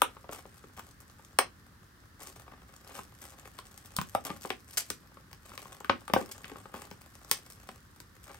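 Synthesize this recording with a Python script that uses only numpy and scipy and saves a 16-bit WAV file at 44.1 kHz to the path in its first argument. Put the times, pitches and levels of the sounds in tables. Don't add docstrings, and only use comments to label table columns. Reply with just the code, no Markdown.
import sys
import numpy as np
from scipy import signal
from scipy.fft import rfft, irfft, next_fast_len
from scipy.io import wavfile
from scipy.ndimage import uniform_filter1d

SR = 44100
rng = np.random.default_rng(int(sys.argv[2]) if len(sys.argv) > 2 else 0)


def wav_out(sig):
    wavfile.write(sys.argv[1], SR, np.round(np.clip(np.atleast_2d(sig).T, -1, 1) * 32767).astype(np.int16))


N = 369999


def amp(db):
    return 10 ** (np.asarray(db) / 20)


def unit(x):
    return x / np.sqrt(np.mean(x ** 2) + 1e-20)


def blow(x):
    return x * np.sqrt(SR / 100 / (np.sum(x ** 2) + 1e-20))


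def along(points, hz):
    f, v = np.transpose(points)
    return np.interp(np.log(hz + 1), np.log(f + 1), v)


def curve(rows):
    return np.interp(np.arange(N) / SR, *np.transpose(rows))


def filtered(x, response):
    m = next_fast_len(N + SR // 2)
    hz = np.fft.rfftfreq(m, 1 / SR)
    return irfft(rfft(x, m) * response(hz), m)[..., :N]


def coloured(x, points, size=1024):
    log_gain = np.log(amp(along(points, np.fft.rfftfreq(size, 1 / SR))))
    cepstrum = irfft(log_gain)
    cepstrum[1:size // 2] *= 2
    cepstrum[size // 2 + 1:] = 0
    impulse_response = irfft(np.exp(rfft(cepstrum)))
    return signal.oaconvolve(x, impulse_response)[:len(x)]


def add(track, s, sound):
    room = track[round(s * SR):][:len(sound)]
    room += sound[:len(room)]


def burst(t, rise, t60):
    return rng.standard_normal(len(t)) * (1 - np.exp(-(t / rise) ** 2)) * amp(-60 * t / t60)


def click(t, rise, t60):
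    z = rfft(burst(t, rise, t60))
    even = irfft(z / (np.abs(z) + 1e-9), len(t))
    return even * amp(-15 * t / t60)


def slips(rate, spread_db, cap_db):
    size = amp(np.minimum(spread_db * rng.exponential(size=N), cap_db))
    struck = rng.random(N) < rate / SR
    return struck * size * rng.choice([-1, 1], N)


# f/Hz, level/(dB per Hz)
BURNER_SPECTRUM = [(20, -49.5), (32, -18), (55, -5), (105, -5), (130, -10), (260, -14.5), (700, -30.5),
                   (1150, -20.5), (1800, -21), (2300, -32.5), (5100, -32), (7000, -36.5), (16000, -38.5)]
# f/Hz, coherence
BURNER_COHERENCE = [(60, 0.98), (240, 0.85), (950, 0.09), (3770, 0.026), (15000, 0.1)]


def burners():
    def mid_side_gains(hz):
        angle = np.arccos(np.clip(along(BURNER_COHERENCE, hz), -1, 1)) / 2
        return amp(along(BURNER_SPECTRUM, hz)) * [np.cos(angle), np.sin(angle)]

    mid, side = filtered(rng.standard_normal((2, N)), mid_side_gains)
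    return amp(-57.13) * unit(np.array([mid + side, mid - side]))


# t/s, crinkle level/dB, rub level/dB (relative)
HOLDING = [(0, -62.5, -68.5), (1.1, -66, -69.5), (1.9, -78, -74.5), (3.6, -61, -62.5), (4.6, -63.5, -71.5),
           (5.1, -72, -69), (6.2, -62, -60), (7.5, -60, -65), (8.1, -70.5, -73)]
# t/s, length/s, crinkle level/dB, rub level/dB (relative)
PULLS = [(0.038, 0.11, -79, -59), (0.327, 0.04, -48.5, -47.5), (0.783, 0.047, -59, -56.5),
         (1.19, 0.035, -60.5, -63.5), (2.201, 0.099, -47.5, -52), (2.36, 0.018, -54, -53),
         (2.467, 0.12, -97, -59), (2.729, 0.037, -60, -60.5), (2.88, 0.05, -55, -53.5),
         (2.951, 0.055, -48.5, -49.5), (3.229, 0.07, -51, -56.5), (3.395, 0.079, -67, -57),
         (3.715, 0.42, -58.5, -67), (4.259, 0.066, -49.5, -44.5), (4.413, 0.1, -55, -66),
         (4.704, 0.22, -50, -63), (5.456, 0.32, -55.5, -57.5), (6.179, 0.038, -48.5, -46),
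         (6.3, 0.023, -55, -49.5), (6.425, 0.16, -63, -53.5), (6.747, 0.1, -55.5, -51.5),
         (7.267, 0.092, -57, -59.5), (8.241, 0.11, -54, -54.5)]
GRIP_S, RELEASE_S, SLACKEN_DB = 0.028, 0.06, 4.5


def effort():
    t = np.arange(N) / SR
    holding = np.array(HOLDING)
    power = np.array([amp(curve(holding[:, [0, k]])) ** 2 for k in (1, 2)])
    for s, length_s, crinkle_db, rub_db in PULLS:
        corners_s = [s - GRIP_S, s, s + length_s, s + length_s + RELEASE_S]
        shape = np.interp(t, corners_s, [0, 1, amp(-SLACKEN_DB), 0])
        power += np.outer(amp([crinkle_db, rub_db]), shape) ** 2
    return 10 * np.log10(power)


# f/Hz, level/dB, t60/s
TRAY_MODES = [(276, -2.5, 0.076), (383, -4.5, 0.045), (529, -3, 0.029), (774, -2.5, 0.029),
              (920, -5, 0.023), (1108, -0.5, 0.034), (1209, 1, 0.019), (1500, 0.5, 0.0079)]


def tray_ring(t, pitch_hz, octaves, scatter_db, contact):
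    hz, db, t60 = np.transpose(TRAY_MODES)[:, :, None]
    hz = hz * np.exp(0.046 * rng.standard_normal(hz.shape))
    distance = np.abs(np.log2(hz / pitch_hz)) / octaves
    db = db + scatter_db * rng.standard_normal(hz.shape) - 6 * distance
    sign = (-1) ** np.arange(len(TRAY_MODES))[:, None]
    decay_s = 0.76 * t60 + 9 * contact
    modes = sign * amp(db - 60 * t / decay_s) * np.sin(2 * np.pi * hz * t)
    ring = modes.sum(axis=0) * (1 - np.exp(-(t / contact) ** 2))
    highpass = signal.butter(2, 280, "high", fs=SR, output="sos")
    return blow(signal.sosfilt(highpass, ring))


# f/Hz, level/(dB per Hz)
CRACK_SPECTRUM = [(700, -36), (1500, 2), (2200, 1), (3200, -2.5), (4200, -11), (5200, -13.5), (7000, -25),
                  (16000, -58)]


def rub(creases, level_db, count=5):
    t = np.arange(SR // 12) / SR
    place = rng.integers(2 * count, size=N)
    tray_taps = np.zeros(N)
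    for k in range(count):
        ring = tray_ring(t, 800, octaves=1.3, scatter_db=-1.0, contact=0.00025)
        tray_taps += signal.oaconvolve(creases * (place == k), ring)[:N]
    drag = uniform_filter1d(np.abs(creases) * (place < count), size=SR // 200)
    scrape = coloured(drag * rng.standard_normal(N), CRACK_SPECTRUM)
    return amp(level_db - 1.64) * (unit(tray_taps) + amp(-6.0) * unit(scrape))


# f/Hz, level/(dB per Hz)
FILM_SPECTRUM = [(500, -14), (1500, -5), (2500, -2), (4000, -5.5), (5500, -2), (8800, 1), (10200, -8),
                 (11600, 3.5), (13600, -20), (15400, 0), (17000, -31)]


def crinkle(creases, level_db):
    flutter = burst(np.arange(SR // 80) / SR, rise=0.0003, t60=0.007)
    crispness = rng.random(N)
    envelope = signal.oaconvolve(np.abs(creases) * crispness, np.abs(flutter))[:N]
    ticks = envelope * rng.standard_normal(N)
    return amp(level_db - 1.23) * unit(coloured(ticks, FILM_SPECTRUM))


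def handling():
    crinkle_db, rub_db = effort()
    rate = 340 * amp(0.55 * (np.maximum(crinkle_db, rub_db) + 58))
    creases = slips(rate, spread_db=5, cap_db=17) / np.sqrt(rate)
    return rub(creases, rub_db) + crinkle(creases, crinkle_db)


# counter thud level/dB, tray ring level/dB,
# tray crack level/dB, film snap level/dB
POPS = [(0.0185, 890, -41, -20.5, -24, -25.5), (0.794, 885, -64, -46.5, -47, -51),
        (1.3873, 930, -62.5, -20.5, -19.5, -21.5), (3.5878, 1190, -70, -45, -48, -48),
        (3.965, 1080, -58, -49, -48, -31.5), (3.9858, 1110, -31.5, -32, -33.5, -45),
        (4.0138, 1050, -47, -39.5, -42, -40), (4.1493, 810, -35.5, -23.5, -36.5, -40),
        (4.2503, 1170, -53, -62, -50, -39), (4.3014, 920, -39.5, -37, -40.5, -59),
        (4.503, 686, -48.5, -34.5, -29.5, -45.5), (4.902, 570, -46.5, -41, -37, -32.5),
        (5.3295, 1000, -54, -56, -51.5, -51), (5.5766, 1270, -62, -47, -41.5, -45.5),
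        (5.845, 1100, -66, -43, -43.5, -54.5), (5.8954, 750, -30, -21, -23, -62),
        (6.079, 1410, -77.5, -42, -44.5, -48.5), (6.1358, 860, -26.5, -22, -23.5, -32),
        (6.162, 790, -30, -21.5, -41, -63), (6.443, 920, -53, -59, -40.5, -62),
        (6.7402, 634, -46, -41.5, -49, -57), (6.9122, 530, -48.5, -48, -49, -52),
        (7.313, 930, -44.5, -36, -26.5, -21.5), (7.689, 636, -50.5, -45, -45.5, -53),
        (8.0019, 393, -62, -56, -54, -49)]
# f/Hz, level/(dB per Hz)
SNAP_SPECTRUM = [(1500, -21.5), (4000, -8), (5600, -5), (7200, -8), (8700, -1.5), (10200, -11.5),
                 (11700, -0.5), (13500, -21.5), (15500, -3), (17000, -32)]


def pops():
    track = np.zeros(N)
    t = np.arange(SR // 6) / SR
    for s, pitch_hz, thud_db, ring_db, crack_db, snap_db in POPS:
        softness = np.clip((ring_db - snap_db) / 35, 0, 1) ** 2
        contact_s = 0.00054 + 0.0015 * softness
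        weight = np.clip((thud_db - ring_db + 8.5) / 12, 0, 1)
        bounce = np.sin(2 * np.pi * (250 - 110 * weight) * t) * amp(-60 * t / 0.027)
        counter = amp(-21) * np.sin(2 * np.pi * 95 * t) * amp(-60 * t / 0.074)
        thud = (bounce + counter) * (1 - np.exp(-t / 0.017))
        ring = tray_ring(t, pitch_hz, octaves=0.69, scatter_db=4.0, contact=contact_s)
        crack = click(t, rise=contact_s, t60=0.01 + 5 * contact_s)
        snap = click(t, rise=0.00086, t60=0.0046)
        fold = [(hz, db + 4.9 * rng.standard_normal()) for hz, db in SNAP_SPECTRUM]
        add(track, s, amp(thud_db) * blow(thud))
        add(track, s, amp(ring_db + 1.0) * ring)
        add(track, s, amp(crack_db - 3.0) * blow(coloured(crack, CRACK_SPECTRUM)))
        add(track, s, amp(snap_db - 1.0) * blow(coloured(snap, fold)))
    return track


# t/s, tray pitch f/Hz, ring level/dB
TAPS = [(0.1657, 860, -48), (0.242, 715, -50.5), (0.2906, 540, -41), (0.4532, 596, -49), (0.6388, 596, -51),
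        (0.7832, 920, -48), (1.194, 860, -55.5), (2.478, 880, -51.5), (2.535, 880, -52.5),
        (2.989, 885, -41.5), (4.449, 610, -37), (5.17, 836, -50), (5.5165, 1170, -49.5), (5.6541, 960, -48),
        (5.8052, 815, -46.5), (6.098, 594, -37), (6.2106, 505, -39), (6.5157, 316, -42), (6.557, 745, -46),
        (6.655, 720, -47.5)]
TAP_CONTACT_S, TAP_CRACK_DB, TAP_THUD_DB = 0.001, -12.5, -9


def taps():
    track = np.zeros(N)
    t = np.arange(SR // 8) / SR
    for s, pitch_hz, db in TAPS:
        ring = tray_ring(t, pitch_hz, octaves=0.67, scatter_db=1.0, contact=TAP_CONTACT_S)
        crack = blow(coloured(click(t, rise=TAP_CONTACT_S, t60=0.019), CRACK_SPECTRUM))
        thud = blow(np.sin(2 * np.pi * 215 * t) * amp(-60 * t / 0.027) * (1 - np.exp(-t / 0.0071)))
        add(track, s, amp(db) * (ring + amp(TAP_CRACK_DB) * crack + amp(TAP_THUD_DB) * thud))
    return track


# t/s, length/s, relative level/dB
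RIPS = [(4.267, 0.0044, -45), (4.772, 0.0099, -27.5), (4.783, 0.0018, -29.5), (4.798, 0.011, -39.5),
        (6.313, 0.011, -44)]


def rips():
    run = np.zeros(N)
    for s, length_s, db in RIPS:
        snaps = slips(2500, spread_db=0.5, cap_db=8)[:round(length_s * SR)]
        add(run, s, amp(db) * unit(snaps))
    return 2.15 * coloured(run, FILM_SPECTRUM)


# f/Hz, level/dB
ROOM_LEVEL = [(150, -10.5), (420, -5), (950, -8.5), (2500, -6), (7000, -5.5), (13000, -4.5)]
# f/Hz, t60/s
ROOM_DECAY = [(150, 0.34), (600, 0.16), (1500, 0.17), (5000, 0.18), (14000, 0.091)]


def kitchen(x, shared, count=5):
    x = filtered(x, lambda hz: amp(along(ROOM_LEVEL, hz)))
    wet = np.zeros((2, N))
    for k in range(count):
        left, right, both = rng.standard_normal((3, SR // 3))
        noise = np.array([left, right]) + shared * both
        hz, t, z = signal.stft(noise, SR, nperseg=256)
        decay = amp(-60 * t / along(ROOM_DECAY, hz)[:, None])
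        tail = signal.istft(z * decay, SR, nperseg=256)[1]
        tail = tail * (1 - np.exp(-(np.arange(tail.shape[1]) / SR / 0.0018) ** 2))
        phase = (np.arange(N) / SR + k / count) % 1
        share = np.clip(count * np.abs(2 * phase - 1) - (count - 2), 0, 2) / 2
        send = (x * np.sqrt(share))[None]
        wet += signal.oaconvolve(send, tail / np.linalg.norm(tail[0]), axes=1)[:, :N]
    return wet


# f/Hz, level/dB
LEFT_OVER_RIGHT = [(100, -3), (300, 4.5), (700, 0.5), (1300, 5.5), (2400, 3.5), (4400, 10), (6500, 4.5),
                   (9000, 0.5), (15000, 0)]
# f/Hz, phase/rad
LEFT_LEAD = [(100, 0), (1200, 0.57), (2000, 1.58), (3000, 2), (4500, 0.97), (6000, 1.62), (8000, 1.48),
             (10200, -3.5), (12000, -5), (15200, -11)]


def placed(x):
    half = np.array([[0.5], [-0.5]])

    def response(hz):
        return amp(half * along(LEFT_OVER_RIGHT, hz)) * np.exp(1j * half * along(LEFT_LEAD, hz))

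    return filtered(x, response)


def scene():
    wrap = handling() + pops() + taps() + rips()
    return burners() + placed(wrap) + kitchen(wrap, shared=0.59)


CEILING, TOP_HZ = 0.72, 16000


def record(dry):
    held = dry / (1 + (dry / CEILING) ** 6) ** (1 / 6)
    return filtered(held, lambda hz: 1 / (1 + (hz / TOP_HZ) ** 120))


dry = scene()
out = record(dry)
wav_out(out)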